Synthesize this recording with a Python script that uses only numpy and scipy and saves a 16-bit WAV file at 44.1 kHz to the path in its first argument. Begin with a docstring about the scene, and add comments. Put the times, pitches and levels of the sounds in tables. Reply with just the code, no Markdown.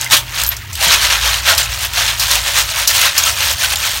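"""Snails are shaken in a woven basket under a running pipe, outdoors and close by.
Every shake sends the heap sliding: thousands of impacts excite the damped modes of the shells,
with a few hard clacks on top. Water splashes through into a metal basin, which resonates,
and bubbles ring. A small engine, probably a motorbike, throbs far off at its firing rate."""
import sys
import numpy as np
from scipy import signal
from scipy.fft import rfft, irfft, next_fast_len
from scipy.io import wavfile
from scipy.ndimage import map_coordinates

SR = 44100
rng = np.random.default_rng(int(sys.argv[2]) if len(sys.argv) > 2 else 0)


def dump(signal):
    """Clip the signal to [-1, 1] and save it as 16-bit WAV at the path in sys.argv[1]."""
    limited = np.clip(np.atleast_2d(signal).T, -1, 1)
    pcm = np.round(limited * 32767).astype(np.int16)
    wavfile.write(sys.argv[1], SR, pcm)


N = 176400
TOP_HZ = 15900  # upper band limit


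def amp(db):
    """Amplitude ratio of a level in decibels."""
    return 10 ** (np.asarray(db) / 20)


def unit(x):
    """Normalisation to an rms of 1."""
    return x / np.sqrt(np.mean(x ** 2) + 1e-20)


def along(points, hz):
    """Interpolation of (Hz, value) points on a logarithmic frequency axis."""
    f, v = np.transpose(points)
    return np.interp(np.log(hz + 1), np.log(f + 1), v)


def clock(count=N):
    """Sample times in seconds."""
    return np.arange(count) / SR


def wobble(rate):
    """Smooth random modulation: a spline through rate random values a second."""
    return map_coordinates(rng.standard_normal(1024), [clock() * rate], mode="mirror")


def filtered(x, response):
    """Linear filtering: the spectrum of x times a complex frequency response."""
    size = next_fast_len(N + SR // 2)
    return irfft(rfft(x, size) * response(np.fft.rfftfreq(size, 1 / SR)), size)[:N]


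def coloured(x, points, size=4096):
    """Minimum-phase filtering, with unit energy, to the spectral shape of (Hz, dB) points."""
    hz = np.fft.rfftfreq(size, 1 / SR)
    cepstrum = irfft(np.log(amp(along(points, hz) - 40 * (hz > TOP_HZ + 500))))
    cepstrum[1:size // 2] *= 2  # folding the cepstrum makes the filter causal
    cepstrum[size // 2 + 1:] = 0
    impulse = irfft(np.exp(rfft(cepstrum)))
    return signal.fftconvolve(x, impulse / np.linalg.norm(impulse))[:len(x)]


def add(out, s, sound):
    """Superposition of a sound on out, starting at s seconds."""
    part = out[max(round(s * SR), 0):][:len(sound)]
    part += sound[:len(part)]


def ring(modes, t):
    """Free vibration: a damped sine for each row of frequency in Hz, level in dB, t60 in seconds."""
    return sum(amp(db - 60 * t / t60) * np.sin(2 * np.pi * hz * t + rng.uniform(0, 2 * np.pi))
               for hz, db, t60 in modes)


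def resonance(f, hz, width):
    """Complex response of a damped oscillator, with centre and bandwidth in Hz."""
    return 1j * f * width / (hz * hz - f * f + 1j * f * width)


def contacts(level, per_s, crowding, scatter_db, t60, crack, count=300, modes=7):
    """Shot noise: random impacts on count ringing bodies, denser and harder as the level rises."""
    activity = (level / np.sqrt(np.mean(level ** 2))) ** crowding
    chance = np.clip(per_s * activity / SR, 1e-6, 1)
    onsets = np.flatnonzero(rng.random(N) < chance)
    scatter = unit(amp(scatter_db * np.clip(rng.standard_normal(N), -2, 2)))
    force = scatter * rng.choice([-1, 1], N) * level / np.sqrt(chance)
    struck = rng.integers(count, size=N)
    t, out = clock(count=900), np.zeros(N + 1000)
    for body in range(count):
        hz = rng.uniform(0, TOP_HZ + 1000, (modes, 1))
        mode_t60 = t60 * np.exp(.5 * rng.standard_normal((modes, 1)))
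        tone = (amp(-60 * t / mode_t60) * np.sin(2 * np.pi * hz * t)).sum(0)
        burst = rng.standard_normal(len(t)) * amp(-60 * t / 0.0036)
        impact = unit(tone) + crack * unit(burst)
        hits = onsets[struck[onsets] == body]
        samples = hits[:, None] + np.arange(len(t))
        np.add.at(out, samples.ravel(), np.outer(force[hits], impact / np.linalg.norm(impact)).ravel())
    return out[:N]


def engine():
    """Periodic firing gives slightly unsteady harmonics, shaped by a dull exhaust, over a low rumble."""
    # Each row: time in seconds, firings per second, level in dB.
    running = [(0, 40, -33), (0.418, 40.7, -36.5), (.55, 36, -36.5), (.71, 33, -29), (.8, 19, -35.5),
               (1.1, 18, -35), (1.448, 20, -32.5), (1.51, 29, -31), (1.631, 19.4, -30), (2.95, 17.4, -35),
               (3.1, 22.7, -39), (3.45, 26.7, -32.5)]
    # Relative levels in dB of harmonics 1 to 9, ahead of the exhaust.
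    firing_db = [-19, -18, 1.5, -10.5, -9, -5, -11, -13.5, -9]
    # Each row: frequency in Hz, gain of the exhaust in dB.
    exhaust = [(20, -34), (42, 7), (56, 2.5), (120, 1.5), (170, -15.5), (240, -10), (300, -15)]
    # Each row: frequency in Hz, relative spectral density in dB.
    rumble_spectrum = [(20, -30), (32, -34), (52, 10.5), (90, 7.5), (140, -6.5), (200, -16), (400, -14.5),
                       (900, -72)]
    s, rate, db = np.transpose(running)
    rate, db = np.interp(clock(), s, rate), np.interp(clock(), s, db)
    firings = np.cumsum(rate * (1 + 0.0087 * wobble(12))) / SR
    throb = np.zeros(N)
    for k, level in enumerate(firing_db, 1):
        gain = amp(level + along(exhaust, k * rate) + 2 * wobble(6))
        throb += gain * np.sin(2 * np.pi * (k * firings + rng.random()))
    rumble = filtered(rng.standard_normal(N), lambda hz: amp(along(rumble_spectrum, hz)) * (hz < 900))
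    return amp(db) * unit(throb) + amp(-34.5) * unit(rumble)


def booms(hz=58, width_s=0.065):
    """Gaussian swells of a low tone are heard as deep, soft thumps in the rumble."""
    # Each row: peak time in seconds, level in dB.
    swells = [(.455, -26), (.56, -28), (.85, -26.5), (1.28, -22.5)]
    t = clock()
    return sum(amp(db) * np.exp(-((t - s) / width_s) ** 2) * np.sin(2 * np.pi * (hz * t + rng.random()))
               for s, db in swells)


def reverberation(x):
    """Reflections from nearby walls and floor decay exponentially, the low frequencies slowest."""
    # Each row: frequency in Hz, t60 in seconds.
    decay_times = [(300, 0.53), (3000, 0.14), (14000, 0.17)]
    hz, t, noise = signal.stft(rng.standard_normal(SR // 2), SR, nperseg=256)
    tail = signal.istft(noise * amp(-60 * t / along(decay_times, hz)[:, None]), SR, nperseg=256)[1]
    delayed = np.pad(x, (130, 0))
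    return signal.fftconvolve(delayed, tail / np.linalg.norm(tail))[:N]


def bubbles(hz, scatter_db, count):
    """Bubble resonance: each pocket of air, born at a random time, rings briefly with rising pitch."""
    out, t = np.zeros(N), clock(count=1500)
    births = rng.uniform(0, N / SR, count)
    deviations = np.clip(rng.standard_normal((count, 2)), -2, 2)
    for s, (pitch, strength) in zip(births, deviations):
        cycles = hz * np.exp(.4 * pitch) * t
        envelope = amp(scatter_db * strength) * np.exp(-cycles / 8) * (1 - np.exp(-cycles))
        add(out, s, envelope * np.sin(2 * np.pi * cycles * (1 + 0.0031 * cycles)))
    return unit(out)


def water(fade_db_per_s=40):
    """Drop impacts spatter steadily and entrain small bubbles in the basin."""
    # Each row: frequency in Hz, relative spectral density in dB.
    splash_spectrum = [(200, -12.5), (500, -10.5), (900, -3), (1500, 1.5), (2400, 10), (3500, 6),
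                       (10000, -6), (15500, 2)]
    flow = amp(0.89 * wobble(24))
    drops = contacts(flow, per_s=2000, crowding=0.84, scatter_db=0, t60=0.002, crack=0.71)
    spatter = coloured(drops, splash_spectrum)
    # At the start, water pouring off the tilted basket rings the basin.
    basin = filtered(rng.standard_normal(N), lambda f: resonance(f, hz=916, width=25))
    drumming = unit(basin) * amp(-35 - fade_db_per_s * clock())
    return drumming + amp(-37.5) * spatter + amp(-39) * bubbles(hz=1985, scatter_db=1, count=900)


def basket_bumps(attack_s=0.0056):
    """The landing heap excites the low modes of the wicker: a soft thud."""
    # Each row: start in seconds, level in dB, factor on pitch and decay rate.
    landings = [(.121, -28, 1.45), (0.859, -26.5, 1)]
    # Each row, at a factor of 1: frequency in Hz, relative level in dB, t60 in seconds.
    wicker_modes = [(149, -2.5, 0.26), (174.4, -1, 0.16), (211, -4.5, 0.14), (230.6, -0.5, 0.22),
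                    (412, -6.5, 0.73)]
    out, t = np.zeros(N), clock(count=16384)
    for s, db, pitch in landings:
        add(out, s, amp(db) * ring(wicker_modes, pitch * t) * (1 - np.exp(-t / attack_s)))
    return out


def pings():
    """Something small and hard bounces three times; each impact excites very high, brief modes."""
    # Each row: start in seconds, level in dB.
    bounces = [(0.4743, -3), (0.4798, 0), (0.4904, 4)]
    # Each row: frequency in Hz, relative level in dB, t60 in seconds.
    modes = [(12320, 0.5, 0.0056), (12300, -13, .035)]
    out, t = np.zeros(N), clock(count=8192)
    for s, db in bounces:
        add(out, s, amp(db) * ring(modes, t))
    return out


def plinks(t60_cycles=80, attack_s=0.00038):
    """A shell or a drop rings in one mode; at constant Q the low ones last longest."""
    # Each row: start in seconds, level in dB, frequency in Hz.
    strikes = [(.063, -11, 2080), (.8825, 0, 7100), (1.631, -3.5, 7300), (1.85, -3, 11500),
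               (2.39, -12, 3800), (3.238, 3.5, 6500), (3.269, -13, 1310), (3.637, -8, 1530),
               (3.771, -4, 7200)]
    out, t = np.zeros(N), clock(count=2048)
    for s, db, hz in strikes:
        add(out, s, ring([(hz, db, t60_cycles / hz)], t) * (1 - np.exp(-t / attack_s)))
    return out


def clacks(width_octaves=0.44):
    """A clump of shells lands at once: a bright crack, and modes that overlap into a band of noise."""
    # Each row: start in seconds, relative level in dB, band centre in Hz, t60 in seconds.
    blows = [(.013, -0.5, 7200, 0.0072), (0.0448, -5, 6900, 0.007), (.11, -13, 3100, .055),
             (0.1668, -5, 3270, 0.13), (0.417, -6, 3980, .018), (0.4363, -1.5, 14400, 0.013),
             (0.447, -9, 5000, .02), (0.4643, -8.5, 14500, 0.036), (0.526, -20, 2280, 0.021),
             (0.5668, -16, 5270, 0.041), (0.7292, -19.5, 6740, 0.12), (0.753, -10.5, 3720, 0.034),
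             (1.5787, -2, 5030, .069), (1.935, -11, 3000, .025), (2.196, -9, 4570, 0.2),
             (2.313, 0, 5240, .031), (2.3545, -2, 2840, 0.025), (2.8745, 1, 5070, 0.085),
             (3.0139, -2.5, 2930, 0.054), (3.055, -5, 3400, .04), (3.1791, 1, 5660, 0.059),
             (3.758, -6, 3600, 0.029)]
    # Each row: frequency in Hz, relative spectral density in dB.
    crack_spectrum = [(500, -22.5), (2000, -31), (3500, -8), (5300, -1.5), (8500, -4.5), (10500, -7),
                      (12500, -5.5), (15500, -5)]
    out, t = np.zeros(N), clock(count=8192)
    octaves = np.log2(np.fft.rfftfreq(len(t), 1 / SR) + 1)
    for s, db, hz, t60 in blows:
        crack = coloured(rng.standard_normal(len(t)), crack_spectrum)
        band = np.exp(-((octaves - np.log2(hz)) / width_octaves) ** 2)
        body = unit(irfft(rfft(rng.standard_normal(len(t))) * band))
        add(out, s, amp(db - 5.5 - 60 * t / t60) * (crack + amp(-1) * body))
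    return out


def snail_heap():
    """Granular flow: each slide drives shell collisions, gurgles and the resonances of the basin."""
    # Each row: peak time in seconds, relative level in dB, rise and fall in seconds,
    # brightness in dB (more ticks, fewer knocks).
    slides = [(.025, -23.5, 0.054, .06, -4), (0.131, -4.5, 0.016, 0.028, -1),
              (0.399, -17.5, 0.061, 0.059, -3.5), (0.521, -21.5, 0.012, 0.018, -10),
              (0.842, -11.5, 0.039, 0.037, -1), (0.939, -8, 0.073, 0.03, -5),
              (1.053, -11.5, 0.062, 0.017, -4), (1.123, -12.5, 0.058, 0.063, -4.5),
              (1.258, -13.5, 0.052, 0.093, -4), (1.351, -18, 0.037, 0.053, -2),
              (1.494, -8, 0.036, 0.045, -4.5), (1.603, -14.5, 0.046, 0.049, -2.5),
              (1.733, -21.5, 0.061, 0.058, -2.5), (1.847, -17.5, 0.058, 0.024, -0.5),
              (2.003, -13, 0.057, 0.052, -3.5), (2.088, -16, 0.047, 0.058, -4),
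              (2.235, -16, 0.049, 0.019, 0), (2.331, -13.5, 0.074, 0.075, -2),
              (2.483, -15, 0.047, 0.037, -3), (2.584, -10.5, 0.043, 0.044, -0.5),
              (2.715, -20, 0.054, 0.0173, 0), (2.805, -15, 0.075, 0.051, -2.5),
              (2.906, -12.5, 0.02, 0.018, 1.5), (2.959, -13, 0.034, 0.048, 2),
              (3.06, -11.5, 0.1, 0.043, -4.5), (3.184, -14.5, 0.037, 0.035, -2.5),
              (3.281, -13.5, 0.084, 0.046, 0), (3.421, -16, 0.066, 0.0498, -2),
              (3.505, -15, 0.105, 0.037, 0), (3.645, -13.5, 0.055, 0.027, 0), (3.735, -15, 0.056, 0.01, -1),
              (3.862, -16.5, 0.09, 0.095, -1), (3.96, -23.5, 0.03, 0.047, 5)]
    # Each row of the three spectra: frequency in Hz, relative spectral density in dB.
    clatter_spectrum = [(150, -20), (320, -56), (470, -27), (600, -12), (900, -9), (1500, -4), (2200, -1.5),
                        (2900, 1.5), (4400, -1), (4900, -3), (5400, -2), (6600, -3.5), (7600, -10.5),
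                        (9200, -9), (10200, -18), (11500, -12.5), (15500, -19.5)]  # shell on shell
    tick_spectrum = [(1000, -50.5), (3000, -2.5), (5500, -0.5), (8500, 1), (10300, -4.5), (12000, -3.5),
                     (15500, -3)]  # shell tips
    knock_spectrum = [(300, -32.5), (600, -25), (1100, -3.5), (1600, 3), (2400, -3.5), (4000, -2),
                      (9000, -68)]  # shell on wet wicker
    # Each row: frequency in Hz, bandwidth in Hz, relative level in dB.
    basin_modes = [(415, 12, -12.5), (587, 19, 11), (679, 37, 7.5), (905, 60, 9.5)]
    t, swells = clock(), []
    shape = 1.44  # 1 is a pointed swell, 2 a bell-shaped one
    for s, db, rise, fall, bright in slides:
        from_peak = np.abs(t - s) / np.where(t < s, rise, fall)
        swells.append((amp(db) * np.exp(-from_peak ** shape), bright))
    # Overlapping slides are incoherent, so their powers add.
    motion = np.sqrt(sum(swell ** 2 for swell, _ in swells)) + amp(-41.5)
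    tips = np.sqrt(sum((swell * amp(bright)) ** 2 for swell, bright in swells)) + amp(-41)
    weight = np.sqrt(sum((swell * amp(-bright)) ** 2 for swell, bright in swells))
    clatter = contacts(motion, per_s=2200, crowding=.75, scatter_db=1, t60=.007, crack=.87,
                       count=700, modes=3)
    ticks = contacts(tips, per_s=1500, crowding=.73, scatter_db=4.5, t60=.005, crack=.5,
                     count=1200, modes=2)
    knocks = contacts(weight, per_s=1100, crowding=.7, scatter_db=4, t60=.019, crack=.6)
    basin = filtered(motion * rng.standard_normal(N),
                     lambda f: sum(amp(db) * resonance(f, hz, width) for hz, width, db in basin_modes))
    gurgle = motion * bubbles(hz=1393, scatter_db=5, count=550)
    return (amp(-1) * coloured(clatter, clatter_spectrum)
            + amp(-5.5) * coloured(ticks, tick_spectrum)
            + amp(-10.5) * coloured(knocks, knock_spectrum)
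            + amp(-12) * unit(basin) * np.std(motion)
            + amp(-16.5) * gurgle)


def scene():
    """Superposition of the near basket and water, their reflections and the distant engine."""
    near = snail_heap() + clacks() + plinks() + pings() + basket_bumps() + water()
    return (near + amp(-12) * reverberation(near) + engine() + booms())[None]


def record(dry):
    """Soft saturation rounds the loudest peaks, and a low-pass filter limits the band."""
    rounded = dry[0] / (1 + np.abs(dry[0]) ** 6) ** (1 / 6)
    return filtered(rounded, lambda hz: hz < TOP_HZ)[None]


dry = scene()
out = record(dry)
dump(out)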